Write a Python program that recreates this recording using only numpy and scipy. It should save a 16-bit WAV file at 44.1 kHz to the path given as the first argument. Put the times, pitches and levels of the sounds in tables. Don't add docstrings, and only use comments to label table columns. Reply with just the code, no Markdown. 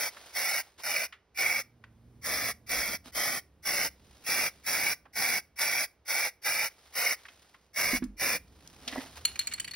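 import sys
import numpy as np
from scipy import signal
from scipy.fft import rfft, irfft, next_fast_len
from scipy.io import wavfile
from scipy.ndimage import map_coordinates

SR = 44100
rng = np.random.default_rng(int(sys.argv[2]) if len(sys.argv) > 2 else 0)


def digitize_waveform(pressure):
    field = np.atleast_2d(pressure).T
    bounded = np.clip(field, -1, 1)
    quanta = np.round(bounded * 32767).astype(np.int16)
    wavfile.write(sys.argv[1], SR, quanta)


N = 429975
TIME = np.arange(N) / SR

# opening and shutting in seconds, nozzle tone in Hz, nominal tone
# level above the hiss in dB, nominal hiss level in dB, level in dB of the rush of air off the box, detour of
PRESSES = [ (-.06, 0.105, 2314, -8, -29, -59, 46), (0.35, 0.626, 2206, -7, -29, -59, 46),
           (0.834, 1.075, 2346, -6.5, -31, -58, 47), (1.372, 1.629, 2286, 0, -30, -54.5, 51),
           (2.241, 2.533, 2254, -10, -29, -49.5, 57.6), (2.69, 2.977, 2280, -6, -29.5, -48, 51),
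           (3.147, 3.407, 2276, -9, -29.5, -50, 54), (3.651, 3.895, 2180, -10, -28.5, -48, 48.6),
           (4.263, 4.502, 2340, -6, -28, -49.5, 50), (4.662, 4.952, 2286, -6, -27.5, -50, 43.3),
           (5.155, 5.41, 2270, -6, -27.5, -50, 43), (5.586, 5.866, 2267, -6, -27, -55.5, 43.2),
           (6.078, 6.305, 2260, -4.5, -28, -59.5, 46.6), (6.445, 6.694, 2330, -6, -28, -56, 45),
           (6.952, 7.157, 2223, -8, -27.5, -57, 53), (7.76, 7.996, 2210, -4, -28, -48, 59.4),
           (8.195, 8.388, 2366, -6.5, -28, -46.5, 57)]
KNOCK_OCTAVES = 1.27


def amp(db):
    return 10 ** (np.asarray(db) / 20)


def unit(x):
    return x / np.sqrt(np.mean(x ** 2) + 1e-20)


def read(points, hz):
    f, value = np.transpose(points)
    return np.interp(np.log(hz + 1), np.log(f + 1), value)


def level(points):
    return amp(np.interp(TIME, *np.transpose(points)))


def strokes(rows):
    gain = np.zeros(N)
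    for start, length, db in rows:
        gain += amp(db) * np.sin(np.pi * np.clip((TIME - start) / length, 0, 1)) ** 2
    return gain


def add(mix, s, sound):
    part = mix[..., round(s * SR):][..., :sound.shape[-1]]
    part += sound[..., :part.shape[-1]]


def wander(rate_hz):
    hz = np.fft.rfftfreq(2 ** 14, 10 / 2 ** 14)
    white = rng.standard_normal(2 * len(hz) - 2)
    slow = irfft(rfft(white) / (1 + (hz / rate_hz) ** 4))
    return unit(np.interp(TIME, np.linspace(0, 10, len(slow)), slow))


def noise(colour, size=N):
    # frequency in Hz, likeness from 0 to 1.
    likeness = [(100, .99), (1100, .92), (2200, .98), (2900, .65), (4400, .65), (5000, .9), (6300, .85),
                (7200, .995), (8000, .995), (8800, .6), (10400, .995), (12000, .7), (13600, .998),
                (15000, .7)]
    padded = next_fast_len(size, True)
    hz = np.fft.rfftfreq(padded, 1 / SR)
    left, other = rfft(rng.standard_normal((2, padded)))
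    same = np.clip(read(likeness, hz), 0, 1)
    right = same * left + np.sqrt(1 - same ** 2) * other
    return unit(irfft(np.array([left, right]) * colour(hz), padded)[:, :size])


def shaped(spectrum):
    return noise(lambda hz: amp(read(spectrum, hz)))


def band(hz, centre, octaves):
    return 1 / (1 + (np.log2((hz + 1) / centre) / octaves) ** 2) ** 2.28


def resonate(x, hz, width):
    turn = np.exp(2j * np.pi * np.cumsum(hz) / SR)
    r = np.exp(-np.pi * width / SR)
    return 2 * (turn * signal.lfilter([1 - r], [1, -r], x / turn)).real


def grit(size):
    per_s, catch_s, spread_db = 260, .003, 4
    catches = (rng.random(size) < per_s / SR) * amp(spread_db * rng.standard_normal(size))
    return unit(signal.lfilter([1], [1, -np.exp(-1 / (catch_s * SR))], catches))


def still_air(still_db=-73):
    # frequency in Hz, density in relative dB per Hz.
    air = [(20, -12.5), (70, -30), (400, -2), (6000, -24), (15000, -51.5)]
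    return amp(still_db) * shaped(air)


def hand_rumble():
    # frequency in Hz, density in relative dB per Hz.
    handling = [(20, -17), (45, -1.5), (68, 12), (100, 1.5), (300, -4.5), (1500, -34)]
    # time in seconds, level in dB.
    rumble = [(1.3, -72.5), (2.2, -58), (3.5, -64), (4.1, -60.5), (5.9, -72), (7.6, -71.5), (8.5, -58.5),
              (9.5, -57)]
    return shaped(handling) * level(rumble)


def hum(base_hz=115.8, waver=0.029):
    # start in seconds, length in seconds, level in dB.
    swells = [(1.1, 2.3, -60.5)]
    # multiple of the base frequency, relative level in dB.
    harmonics = [(1, 2.5), (2, -3.5)]
    turns = np.cumsum(base_hz * (1 + waver * wander(9.0))) / SR
    tone = sum(amp(db) * np.sin(2 * np.pi * k * turns) for k, db in harmonics)
    return strokes(swells) * unit(tone)


def puffs(centre_hz=45, octaves=0.89):
    # start in seconds, length in seconds, level in dB.
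    gusts = [(2.66, 0.26, -51), (7.76, 0.45, -47.5)]
    return noise(lambda f: band(f, centre_hz, octaves)) * strokes(gusts)


def sleeve(smooth=1.5):
    # frequency in Hz, density in relative dB per Hz.
    cloth = [(60, -20), (700, -0.5), (2000, -4.5), (5000, -4), (8000, -10), (15500, -15.5)]
    # start in seconds, length in seconds, level in dB.
    rubs = [(-.35, 1.26, -53), (.775, 0.054, -47), (3.03, 0.092, -49.5), (3.75, 1.18, -59.5),
            (6.3, 1.6, -59), (8.2, 1.9, -55), (8.81, 0.29, -48), (9.15, 0.052, -49)]
    return shaped(cloth) * strokes(rubs) * unit(smooth + grit(N))


def workshop(x):
    # frequency in Hz, time to fall 60 dB in seconds.
    decay = [(1000, 0.3), (4000, 0.25)]
    hz, t, z = signal.stft(noise(np.ones_like, size=SR // 2), SR, nperseg=256)
    tail = signal.istft(z * amp(-60 * t / read(decay, hz)[:, None]), SR, nperseg=256)[1]
    tail *= np.clip(np.arange(tail.shape[1]) / SR / 0.0075, 0, 1)
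    mono = x.mean(0)[None]
    return signal.fftconvolve(mono, tail / np.linalg.norm(tail[0]), axes=1)[:, :N]


def scrape(slip_db=4.0, smooth=1.0):
    # start in seconds, length in seconds, level in dB.
    drags = [(8.8, 0.3, -45.5)]
    # frequency in Hz, width in Hz, relative level in dB.
    panels = [(262, 34, 12), (650, 280, -2), (1960, 290, -2)]

    def colour(f):
        return sum(amp(db) / (1 + (2 * (f - hz) / width) ** 2) for hz, width, db in panels)

    slips = amp(slip_db * wander(30))
    return noise(colour) * strokes(drags) * slips * unit(smooth + grit(N))


def bumps():
    # time in seconds, level in dB.
    hits = [(3.059, -53), (7.932, -31), (8.022, -31), (8.042, -40.5)]
    # frequency in Hz, relative level in dB, time to fall 60 dB in seconds.
    box_modes = [(45.3, -16, 0.52), (208, -9.5, 0.36), (253.5, 13, 0.068), (308, 1, 0.14)]
    out, t = np.zeros((2, N)), np.arange(SR // 2) / SR
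    boom = sum(amp(db - 60 * t / t60) * np.sin(2 * np.pi * hz * t) for hz, db, t60 in box_modes)
    boom *= 1 - np.exp(-t / 0.0038)
    for s, db in hits:
        add(out, s, amp(db) * boom)
    return out


def ticks():
    # time in seconds, level in dB, centre in Hz, decay time constant in seconds.
    clicks = [(.168, -43.5, 1290, .006), (1.124, -44.5, 1800, .013), (1.839, -46.5, 1574, 0.0057),
              (5.054, -50, 1030, 0.0094), (7.253, -46, 1740, 0.0081), (7.284, -45, 2090, .007),
              (7.543, -50.5, 1470, 0.0097), (8.023, -45.5, 1410, 0.012), (8.039, -44.5, 6400, 0.0055),
              (8.675, -41.5, 5400, 0.0021), (8.877, -30.5, 3440, 0.0096), (8.925, -36.5, 1900, 0.0091),
              (8.959, -33, 704, .005), (9.004, -42.5, 1980, 0.011)]
    out, t = np.zeros((2, N)), np.arange(SR // 10) / SR
    for s, db, centre, decay_s in clicks:
        envelope = np.exp(-t / decay_s) * (1 - np.exp(-t / (0.12 * decay_s)))
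        click = noise(lambda f: band(f, centre, KNOCK_OCTAVES), size=len(t))
        add(out, s, amp(db) * click * envelope / envelope.max())
    return out


def ball(clack_db=-5.0, ring_db=-37, churn_db=-20, churn_s=0.029, rise_per_s=0.057):
    # time in seconds, level in dB of the knock's first 7 ms.
    blows = [(9.2509, -19.5), (9.356, -40.5), (9.391, -24), (9.411, -40.5), (9.4705, -28), (9.513, -43),
             (9.522, -40), (9.536, -30.5), (9.579, -45.5), (9.598, -29), (9.644, -37.5), (9.677, -38.5),
             (9.71, -38.5), (9.735, -41)]
    # frequency in Hz, relative level in dB, time to fall 60 dB in seconds.
    can_modes = [(1970, -0.5, 0.016), (2350, 4.5, 0.012), (2900, 3.5, 0.0067), (4295, 3, 0.027),
                 (4370, -16.5, 0.024), (5740, -17, 0.011), (7180, 1, 0.01), (8030, -8, 0.025),
                 (9830, -12.5, 0.017)]
    out, t = np.zeros((2, N)), np.arange(SR // 5) / SR
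    hz, mode_db, t60 = np.transpose(can_modes)[:, :, None]
    lowest_hz = hz.min()
    ring_t60, spread, spot_db = .18, .01, 3
    fade = amp(-60 * t / t60) + amp(ring_db - 60 * t / ring_t60)
    cushion_db, contact_s, longer_s = -33, 0.0076, 0.00045
    firm_db_per_octave, dulling_db_per_octave = 8, 1.17

    for s, db in blows:
        soft_db = max(cushion_db - db, 0)
        tilt_db = firm_db_per_octave - dulling_db_per_octave * soft_db
        contact = contact_s + longer_s * soft_db

        def colour(f):
            tilt = amp(tilt_db * np.log2(np.maximum(f / lowest_hz, 1)))
            hump = band(f, 5050, 3.25) * tilt * np.minimum(f / lowest_hz, 1)
            return hump / (1 + (f / 14000) ** 8)

        detune, spot = rng.standard_normal((2, *hz.shape))
        ring_hz = hz * (1 + rise_per_s * (s - blows[0][0]) + spread * detune)
        wall = (amp(mode_db + spot_db * spot) * fade * np.sin(2 * np.pi * ring_hz * t)).sum(0)
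        skid = noise(colour, size=len(t)) * np.exp(-(t / contact) ** 4) * np.minimum(t / 0.00072, 1)
        ring = signal.fftconvolve(skid, wall[None], axes=1)[:, :len(t)]
        blow = unit(ring) + amp(clack_db) * unit(skid)
        blow /= blow[:, :SR // 150].std()
        churn = noise(lambda f: band(f, 2490, KNOCK_OCTAVES), size=len(t))
        churn = churn * grit(len(t)) * np.exp(-t / churn_s)
        add(out, s, amp(db) * (blow + amp(churn_db + soft_db) * churn))
    return out


def valve(leak_db=-16, leak_s=0.029, pop_db=-7, eased_db=-10, shut_s=0.0099, dribble_db=-28):
    open_s, ease_s, pop_s, dribble_s = 0.028, 0.02, .002, .028
    flow = np.zeros(N)
    gains = [0, amp(leak_db), amp(pop_db), 1, 1, amp(eased_db), amp(dribble_db)]
    for opens, shuts, *_ in PRESSES:
        times = [opens - leak_s, opens, opens + pop_s, opens + open_s,
                 shuts - ease_s - shut_s, shuts - shut_s, shuts]
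        dribble = np.exp(-np.clip(TIME - shuts, 0, 1) / dribble_s)
        flow += np.interp(TIME, np.maximum.accumulate(times), gains) * dribble
    return flow


def box_walls(x, floor_cm, floor_echo=0.48, wall_echo=0.58):
    sound_cm_per_s, wall_delays_s, sweep = 34300, (.0023, .0034, .0052), .16

    def late(sound, s):
        return np.array([map_coordinates(channel, [(TIME - s) * SR], order=2) for channel in sound])

    treble = signal.sosfilt(signal.butter(1, 1500, "high", fs=SR, output="sos"), x)
    walls = sum(late(treble, s * (1 + sweep * wander(0.82))) for s in wall_delays_s)
    floor = late(x, floor_cm / sound_cm_per_s)
    total = np.sqrt(1 + floor_echo ** 2 + len(wall_delays_s) * wall_echo ** 2)
    return (x + floor_echo * floor + wall_echo * walls) / total


def nozzle(tone_hz, progress, skirt_hz=450, drift=0.011, build_db=4.5,
           low_hz=1990, low_width_hz=260, low_db=-11):
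    flare_times = [.965, 1.467, 4.874, 5.781, 6.606, 7.07]
    flare_db, flare_s = 8, 0.016
    tone_hz = tone_hz * (1 + drift * wander(10))
    core = resonate(noise(np.ones_like), tone_hz, 110)
    flare = sum(np.maximum(1 - abs(TIME - s) / flare_s, 0) for s in flare_times)
    build = build_db * (np.sin(np.pi * progress ** 1.6) - 0.5)
    tone = unit(resonate(core, tone_hz, skirt_hz)) * amp(build + flare_db * flare)
    low = noise(lambda f: 1 / (1 + ((f - low_hz) / (low_width_hz / 2)) ** 2))
    return tone, amp(low_db) * low


def spray(sputter_db=1.0, sway_db=0.84, swell_db=-3.5, hollow_hz=3050, hollow_width_hz=470,
          hollow_drift=0.04, edge_hz=2490, edge_width_hz=70):
    # frequency in Hz, density in relative dB per Hz.
    jet_spectrum = [(150, -40.5), (380, -7), (560, 1), (1100, -2.5), (1450, 1.5), (2400, 0.5), (2900, 2.5),
                    (3900, -8), (5500, 4.5), (6800, -7.5), (8800, -7.5), (10200, -4), (15700, -3)]
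    # frequency in Hz, density in relative dB per Hz.
    rush_spectrum = [(20, -4.5), (45, -17.5), (90, -4), (280, 0.5), (550, -7), (1700, -9.5), (2700, -48)]
    starts, ends = np.transpose(PRESSES)[:2]
    press = np.searchsorted((ends[:-1] + starts[1:]) / 2, TIME)
    opens, shuts, tone_hz, tone_db, hiss_db, rush_db, floor_cm = np.array(PRESSES)[press].T
    progress = np.clip((TIME - opens) / (shuts - opens), 0, 1)
    flow, sweep = valve(), hollow_drift * wander(1.3)

    hiss = shaped(jet_spectrum)
    bass = signal.sosfilt(signal.butter(1, 1500, fs=SR, output="sos"), hiss)
    hiss -= bass * (1 - flow)
    tone, low = nozzle(tone_hz, progress)
    jet = box_walls(hiss, floor_cm) + amp(tone_db) * tone + low

    jet = jet - resonate(jet, edge_hz * (1 + sweep / 2), edge_width_hz)
    for _ in range(2):
        jet = jet - resonate(jet, hollow_hz * (1 + sweep), hollow_width_hz)

    rush = shaped(rush_spectrum) * amp(rush_db) * flow ** 2
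    push_db = sputter_db * wander(160) + sway_db * wander(4.4) + swell_db * (progress - .5)
    return jet * flow * amp(hiss_db + push_db) + rush


def scene(spray_room_db=-23, knock_room_db=-13):
    floor = still_air() + hand_rumble() + hum() + puffs()
    knocks = scrape() + bumps() + ticks() + ball()
    jet = spray()
    room = workshop(amp(spray_room_db) * jet + amp(knock_room_db) * knocks)
    return floor + sleeve() + knocks + jet + room


def record(dry):
    # frequency in Hz, lead of the left in radians.
    lead = [(2000, 0), (2400, .8), (3600, .3), (4200, 1), (4900, 0), (6000, 1.5), (7000, 3), (8000, 3.3),
            (9700, 6.2), (11400, 6.5), (12600, 9.1), (14200, 9.5), (15800, 12.4)]
    # frequency in Hz, left minus right in dB.
    balance = [(60, 0), (250, -4), (700, -4.5), (1400, -1), (2300, -2.5), (3200, 0)]
    edge_hz = 15800
    hz = np.fft.rfftfreq(N, 1 / SR)
    side = np.array([[.5], [-.5]])
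    ports = amp(side * read(balance, hz)) * np.exp(1j * side * read(lead, hz))
    heard = irfft(rfft(dry) * ports, N)
    lowpass = signal.firwin(511, edge_hz, window=("kaiser", 9), fs=SR)
    return signal.oaconvolve(heard, lowpass[None], "same")


dry = scene()
out = record(dry)
digitize_waveform(out)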